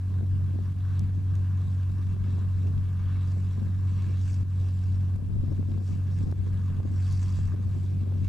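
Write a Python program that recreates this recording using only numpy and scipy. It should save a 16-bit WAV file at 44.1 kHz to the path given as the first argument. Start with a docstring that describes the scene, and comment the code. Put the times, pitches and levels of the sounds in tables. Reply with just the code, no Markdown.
"""A six-cylinder diesel crawler pulls a tillage tool across a stubble slope, some way off.
From the start its exhaust drones as sine tones on the firing rate, over shaped-noise roar and gear whine; combustion
knock, noise bursts through panel resonances, comes and goes in gusty air. Filtered noise makes the wind's buffeting
and flutter, leaning mostly to the left port, and a faint hiss. Short pressure pulses pop from the first
second, when the level also begins to dip briefly now and then; dry clicks of decaying noise follow."""
import sys
import numpy as np
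from scipy import signal
from scipy.fft import rfft, irfft, next_fast_len
from scipy.io import wavfile
from scipy.ndimage import uniform_filter1d, map_coordinates

SR = 44100
rng = np.random.default_rng(int(sys.argv[2]) if len(sys.argv) > 2 else 0)


def unload_audio(sound):
    """Save the sound as a 16-bit wav file, at the path given as the first command line argument."""
    columns = np.transpose(np.atleast_2d(sound))
    # keep every value between -1 and 1, then stretch to whole-number steps
    steps = np.round(np.clip(columns, -1, 1) * 32767)
    wavfile.write(sys.argv[1], SR, steps.astype(np.int16))


def gain_from_decibels(decibels):
    """Convert decibel values to linear amplitude factors."""
    exponent = np.asarray(decibels, float) / 20
    return 10 ** exponent


N = 365148  # samples

# Spectrum of the hiss. Each row: frequency in Hz, relative density in dB per Hz.
HISS_SPECTRUM = [(500, -24.5), (1200, -4), (2500, 0.5), (7500, -5.5), (9500, -4), (12000, -6.5),
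                 (14300, -6.5), (15000, -61)]
# Gusts that set the ports fluttering. Each row: middle in seconds, length in seconds,
# relative flutter level on the louder port in dB, left over right in dB.
FLUTTER_GUSTS = [(0.217, 0.074, -44, 17), (0.4, 0.093, -46, 14), (0.586, 0.095, -42, 23),
                 (1.123, 0.078, -54, 4), (1.365, 0.098, -59, 8), (1.962, 0.086, -51.5, 12),
                 (2.19, .08, -48.5, 16), (2.328, .1, -44, 16), (2.437, .07, -49, 16), (2.672, .1, -44.5, 5),
                 (3.399, 0.093, -50, -2), (3.648, .14, -43, 14), (3.94, .14, -50, 9),
                 (4.122, 0.13, -51, -7), (4.405, .12, -51.5, 10), (4.65, .1, -56, -3),
                 (5.03, 0.082, -51, 12), (5.194, 0.086, -39.5, 15), (5.298, 0.056, -45.5, 13),
                 (5.422, .16, -35.5, 13), (5.53, .06, -42, 18), (5.623, .12, -42.5, 13),
                 (5.71, .05, -41, 15), (5.78, 0.078, -34, 20), (5.918, .08, -37, 21),
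                 (6.256, .22, -37.5, 17), (6.492, .1, -42.5, -1.5), (6.769, .2, -39, 19),
                 (6.93, .1, -47.5, 12), (7.293, 0.077, -46.5, 8), (7.56, .16, -43.5, -3),
                 (7.878, .16, -42, 14), (8.126, .22, -37.5, 19)]


def unit(x):
    """Normalization by the root mean square: x scaled to rms 1."""
    return x / np.sqrt(np.mean(x ** 2) + 1e-20)


def curves(rows):
    """Linear interpolation in time: one value per sample for each column after the time."""
    seconds, *columns = np.transpose(rows)
    return [np.interp(np.arange(N) / SR, seconds, column) for column in columns]


def wobble(rate):
    """Band-limited random modulation: a smooth curve through rate random knots a second."""
    knots = rng.standard_normal(int(N * rate / SR) + 4)
    return map_coordinates(knots, [np.arange(N) * rate / SR])


def filtered(x, response):
    """Linear filtering: the spectrum of x times a complex response of frequency."""
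    size = next_fast_len(N + 8192)
    return irfft(rfft(x, size) * response(np.fft.rfftfreq(size, 1 / SR)), size)[..., :N]


def coloured(x, spectrum):
    """Spectral shaping: x given the (Hz, dB) spectrum, on a log frequency scale, at rms 1."""
    f, db = np.transpose(spectrum)
    return unit(filtered(x, lambda hz: gain_from_decibels(np.interp(np.log(hz + 1), np.log(f), db))))


def noise():
    """White noise: independent samples with a flat expected spectrum."""
    return rng.standard_normal(N)


def swell(middle, length):
    """Gaussian envelope: a smooth rise and fall whose width at half height is length, in seconds."""
    return 0.5 ** ((2 * (np.arange(N) / SR - middle) / length) ** 2)


def exhaust(firings, drone_db):
    """Harmonics of a pulse train: the two banks of three differ, which adds the half multiples."""
    # Exhaust tones. Each row: multiple of the firing rate, level in dB relative to the drone.
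    tone_levels = [(.5, -22.5), (1, 0.5), (1.5, -17.5), (2, -21.5), (2.5, -29), (3, -30.5), (3.5, -49.5),
                   (4, -42.5), (5, -51.5)]
    # Gear whine. Each row: multiple of the firing rate, middle rms level in dB.
    whine_levels = [(7.8, -77), (13, -77), (16.5, -81)]
    # Engine roar under the tones. Each row: frequency in Hz, relative density in dB per Hz.
    roar_spectrum = [(25, -28), (45, -9), (90, 5), (200, -10.5), (300, -17.5), (450, -22.5), (750, -28.5),
                     (900, -34.5), (1300, -60), (3000, -120)]
    tones = 0
    for k, db in tone_levels:
        # the higher the multiple, the less steady its level and phase
        phase = 2 * np.pi * (k * firings + rng.random()) + 0.044 * k * wobble(9.4)
        tones = tones + gain_from_decibels(db + 0.59 * k * wobble(6)) * np.sin(phase)
    roar = gain_from_decibels(-18.0 + 1.6 * wobble(12)) * coloured(noise(), roar_spectrum)
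    whine = 0
    for k, db in whine_levels:
        phase = 2 * np.pi * k * firings + 0.5 * wobble(12)
        whine = whine + gain_from_decibels(db + 3.1 * wobble(3.4)) * np.sin(phase)
    return gain_from_decibels(drone_db) * (np.sqrt(2) * tones + roar) + np.sqrt(2) * whine


def carried():
    """Frequency-dependent transmission: clear air lifts most the register nearest each spell's brightness, in dB."""
    # How well the air carries the knock. Each row: time in seconds, relative low clatter level in dB.
    air = [(0.0, -63), (0.75, -61.5), (0.95, -59.5), (1.17, -63.5), (1.35, -59.5), (1.8, -60.5), (2.8, -60),
           (4.3, -59.5), (5.2, -64), (5.9, -62.5), (6.6, -59), (7.5, -58), (7.95, -66.5), (8.28, -63)]
    # Spells of clear air. Each row: middle in seconds, length in seconds, greatest lift in dB, brightness 0-1.
    clear_spells = [(0.396, 0.12, 0.5, 0.6), (0.984, .25, 4, .6), (1.38, 0.13, 2, 1), (1.73, .15, 4.5, 1),
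                    (2.058, 0.15, 4, 0.9), (2.335, .15, 4.5, 0.7), (2.6, .15, 5, .9),
                    (3.145, 0.19, 7.5, .35), (3.327, .2, 8, 1), (3.55, 0.17, 5, 0.86), (3.92, 0.12, 6, 0.8),
                    (4.073, 0.19, 8.5, 0.7), (4.299, 0.2, 14.5, 0.96), (4.618, .15, 8, 0.88),
                    (4.846, 0.34, 6, 0.99), (5.604, 0.26, 5.5, 1), (5.887, 0.17, 14, 0.99),
                    (6.226, 0.24, 8.5, 1), (6.484, 0.06, 7, 0.8), (7.075, 0.29, 13.5, 0.98),
                    (7.348, 0.28, 12, 1), (7.829, .22, 9, 0.91), (8.05, 0.15, 5, .5), (8.28, 0.18, 9, 0.79)]
    low_db, = curves(air)
    change_db = low_db - low_db.mean()
    # the middle and treble each follow a share of the low clatter's changes
    still_db = np.array([low_db - 1, -69 + 0.5 * change_db, -74 + 0.41 * change_db])
    place = np.array([[0], [0.5], [1]])  # brightness of the low, middle and treble registers
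    reach = 0.48  # spread of a lift to either side of its brightness
    lift_db = 0
    for middle, length, db, bright in clear_spells:
        share = np.exp(-((place - bright) / reach) ** 2)
        lift_db = lift_db + db * share * swell(middle, length)
    return still_db + lift_db


def shimmer(x, depth_db):
    """Refraction: moving air bends the path, making random patches of gain over pitch and time."""
    spectra = signal.stft(x, nperseg=512)[2]
    field = rng.standard_normal(spectra.shape[-2:])
    field = uniform_filter1d(field, size=10, axis=0)  # over frequency
    field = uniform_filter1d(field, size=8, axis=1)  # over time
    return unit(signal.istft(spectra * gain_from_decibels(depth_db * unit(field)), nperseg=512)[1][..., :N])


def knock(firings):
    """Forced resonance: a noise burst at each firing rings the panels; moving air swells each register."""
    # Resonances of block and panels. 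Each row: centre in Hz, width in Hz, relative level in dB.
    resonances = [(1030, 155, -1.5), (1213, 138, -2), (1635, 310, -4.5), (2234, 146, -3.5),
                  (2670, 233, -4.5), (3377, 200, -6), (3854, 350, -6), (4576, 140, -3), (4904, 94, -3),
                  (5507, 110, -3.5), (5950, 140, -7.5), (6600, 310, -9), (6870, 180, -9.5), (7540, 400, -8),
                  (8460, 1100, -15), (9900, 370, -18), (10000, 1100, -28.5)]
    low_db, middle_db, treble_db = carried()
    firing = firings.astype(int)
    # every other firing is stronger on average, and each has its own random strength
    strength = gain_from_decibels(3.8 * (firing % 2) + 2.9 * rng.standard_normal(firing[-1] + 1)[firing])
    burst = strength * np.exp(-(firings % 1) / 0.51)  # decay as a fraction of the firing period

    def panels(f):
        """Parallel resonators: a sum of band-pass responses with alternating signs."""
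        return sum((-1) ** k * gain_from_decibels(db) * 1j * f * width / (centre * centre - f * f + 1j * f * width)
                   for k, (centre, width, db) in enumerate(resonances))

    def below(f, hz):
        """Low-pass response: half amplitude at the crossover frequency hz."""
        return 1 / (1 + (f / hz) ** 12)

    # Each row: level in dB, pulsed share, patchiness in dB, share astray, band response.
    registers = [(low_db, 0.6, 1.5, 0.15, lambda f: below(f, hz=1960)),
                 (middle_db, 0.7, 2.2, 0.17, lambda f: below(f, hz=4310) - below(f, hz=1910)),
                 (treble_db, 1.2, 2.2, 0.3, lambda f: 1 - below(f, hz=4330))]
    sound = 0
    for db, pulsed, patchy_db, astray, band in registers:
        drive = (1 + pulsed * burst) * rng.standard_normal((2, N))
        near, stray = (shimmer(filtered(d, lambda f: band(f) * panels(f)), patchy_db) for d in drive)
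        # a little stray sound differs from port to port
        ports = near + astray * stray * [[1], [-1]]
        sound = sound + gain_from_decibels(db + 0.29 * wobble(14)) * ports
    return sound


def fluttering(buffet_db):
    """Superposition of amplitudes: flutter on each port in dB, a floor that follows the wind plus gusts."""
    middle_db = np.array([[-56.5], [-59.5]])  # left and right port, at the mean wind strength
    growth = np.array([[0.65], [0.2]])  # dB gained per dB of wind
    floor_db = middle_db + growth * (buffet_db - buffet_db.mean())
    gusts = 0
    for middle, length, db, lean_db in FLUTTER_GUSTS:
        # only the port that the gust leans away from is weakened
        weaker_db = np.clip([[-lean_db], [lean_db]], 0, None)
        gusts = gusts + gain_from_decibels(db - weaker_db) * swell(middle, length)
    return 20 * np.log10(gain_from_decibels(floor_db) + gusts)


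def wind():
    """Turbulent pressure: slow buffeting and brighter, lumpy flutter, mostly unrelated from port to port."""
    # The wind's slowly changing strength. Each row: time in seconds, relative buffet level in dB.
    strength = [(0.0, -39), (0.3, -31.5), (0.9, -34.5), (1.15, -31.5), (1.75, -37.5), (2.3, -31.5),
                (2.7, -31.5), (3.1, -37), (4.4, -33), (4.8, -38), (5.45, -26.5), (6.05, -36), (6.27, -25),
                (6.6, -35), (6.78, -27.5), (7.15, -33), (7.5, -30.5), (8.28, -34)]
    # Each row: frequency in Hz, relative density in dB per Hz.
    buffet_spectrum = [(8, -16.5), (22, 4), (33, 6), (54, 3), (100, 4.5), (190, -2.5), (300, -21.5),
                       (500, -51.5), (1500, -120)]
    # Each row: frequency in Hz, relative density in dB per Hz.
    flutter_spectrum = [(60, -11), (150, 3.5), (250, -1), (450, -16), (900, -32), (1600, -44.5),
                        (4000, -120)]
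    buffet_db, = curves(strength)
    ports, common = [], noise()
    for share_db, db in zip((-0.5, -6), fluttering(buffet_db)):  # left, right
        buffet = coloured(gain_from_decibels(3.5 * wobble(22)) * (noise() + 0.59 * common), buffet_spectrum)
        flutter = coloured(gain_from_decibels(4.0 * wobble(110) + 3.1 * wobble(30)) * noise(), flutter_spectrum)
        # the flutter dies away quickly once the gust is weak
        fading_db = -1.5 * np.clip(-56 - db, 0, None)
        buffet = gain_from_decibels(buffet_db + share_db + 1.2 * wobble(8)) * buffet
        ports.append(buffet + gain_from_decibels(db + 5.0 + fading_db) * flutter)
    return np.array(ports)


def hiss(level_db):
    """Stationary random noise: unrelated shaped noise on each side, at an rms level in dB."""
    return gain_from_decibels(level_db) * np.array([coloured(noise(), HISS_SPECTRUM), coloured(noise(), HISS_SPECTRUM)])


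def pops():
    """Pressure impulse: each eddy is a sudden push and its rebound, of either sign, leaning to one port."""
    # The hardest eddies. Each row: start in seconds, relative level in dB, left over right in dB.
    hard_eddies = [(0.21, -43, 6), (0.589, -40.5, 13), (2.166, -42, 9), (2.384, -43, 8),
                   (3.373, -44.5, -2.5), (5.032, -45, 10), (5.159, -47, 7), (5.19, -44, 5), (5.484, -43, 1),
                   (5.61, -44, 6), (5.628, -38, 16), (5.706, -46, 10.0), (5.777, -40, 13.0),
                   (6.325, -33.5, 21), (6.542, -45, -1), (6.703, -44, -3), (6.802, -40, 18),
                   (7.389, -42.5, 16), (8.061, -45, 12), (8.123, -42, 9)]
    out = np.zeros((2, N + SR))
    u = np.arange(SR // 50) / SR / 0.00061  # time in units of 0.61 ms
    # smaller eddies fall by chance around the gusts, leaning on average to the left
    small_eddies = []
    for middle, length, *_ in FLUTTER_GUSTS:
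        a, b, c = rng.standard_normal(3)
        small_eddies.append((middle + length / 2 * a, -49.5 + 2 * b, 6.5 * (1 + c / 2)))
    for start, db, lean_db in hard_eddies + small_eddies:
        push = u * (1 - u / 3) * np.exp(1 - u) * np.sign(rng.random() - 0.5)
        ports = gain_from_decibels([[lean_db / 2], [-lean_db / 2]])
        out[:, round(start * SR):][:, :len(u)] += gain_from_decibels(db + 11) * ports / ports.mean() * push
    return filtered(out[:, :N], lambda f: 1 / (1 + 1j * f / 3000) ** 2)


def dips():
    """Exponential relaxation: a gain that drops within a millisecond or two and creeps back."""
    # Each row: start in seconds, depth in dB, recovery time constant in seconds.
    level_dips = [(0.212, 3.5, 0.07), (0.73, 5, 0.053), (1.1, 3, 0.1), (2.15, 5, 0.035), (4.433, 8.5, 0.07),
                  (5.165, 5, 0.26), (5.62, 3, 0.14), (5.79, 3.5, 0.084), (6.241, 4.5, 0.095),
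                  (6.329, 6.5, 0.056), (6.808, 7, 0.061), (7.55, 5.5, 0.035), (8.04, 4, 0.042)]
    t = np.arange(N) / SR
    db = 0
    for start, depth_db, recovery in level_dips:
        drop = np.clip((t - start) / 0.0017, 0, 1)
        db = db - depth_db * drop * np.exp(-np.clip(t - start, 0, None) / recovery)
    return gain_from_decibels(db)


def ticks():
    """Transient excitation: dry clicks, decaying noise in a broad band, a little different at each port."""
    # Each row: start in seconds, relative level in dB, nominal centre in Hz.
    clicks = [(0.9942, -35, 3900), (1.3542, -38.5, 2600), (4.429, -52, 2830), (4.79, -47, 2590),
              (5.161, -46.5, 3060), (6.314, -41, 3630), (6.543, -47, 2620), (6.8014, -60, 2540),
              (7.1263, -43, 6580), (7.4704, -51.5, 2700)]
    out = np.zeros((2, N + SR))
    t = np.arange(SR // 100) / SR
    for start, db, hz in clicks:
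        near, stray = rng.standard_normal((2, len(t)))
        click = np.exp(-t / 0.00073) * (near + 0.3 * stray * [[1], [-1]])
        b, a = signal.butter(1, [0.5 * hz, min(1.9 * hz, 18000)], "bandpass", fs=SR)
        out[:, round(start * SR):][:, :len(t)] += gain_from_decibels(db + 1.5) * signal.lfilter(b, a, click)
    return out[:, :N]


def scene():
    """Superposition: engine in the middle, wind on the ports, a faint air hiss on each side."""
    # The governor hunts as the load changes. Each row: time in seconds, firing rate in Hz, drone gain in dB.
    engine = [(0.0, 93.2, -30), (0.15, 93.4, -25.5), (0.45, 92.9, -27.5), (1.2, 94.14, -26),
              (1.6, 93.2, -26.5), (2.2, 93.15, -26.5), (2.83, 92.56, -27), (3.2, 92.9, -25),
              (3.75, 94.1, -26.5), (4.6, 92.88, -25.5), (5.2, 93.02, -27.5), (5.9, 93.9, -26.5),
              (6.3, 93.16, -27), (6.87, 93, -27.5), (7.15, 93.36, -25.5), (7.47, 92.8, -26.5),
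              (7.88, 93.77, -27.5), (8.28, 93.4, -27)]
    firing_hz, drone_db = curves(engine)
    firings = np.cumsum(firing_hz) / SR  # firings so far, with fractions
    sources = exhaust(firings, drone_db) + knock(firings) + wind() + hiss(-70.0) + pops() + ticks()
    return dips() * sources


def low_pass(x):
    """Removes everything above the highest recorded frequency."""
    return signal.sosfilt(signal.butter(12, 14980, fs=SR, output="sos"), x)


def record(dry):
    """Saturation and band limiting: peaks are rounded off, steady preamp hiss joins, the top is cut."""
    rounded = dry / (1 + np.abs(dry / 0.15) ** 4) ** (1 / 4)
    mix = filtered(rounded + hiss(-71.5), lambda hz: hz < 14240)
    return low_pass(mix)


dry = scene()
out = record(dry)
unload_audio(out)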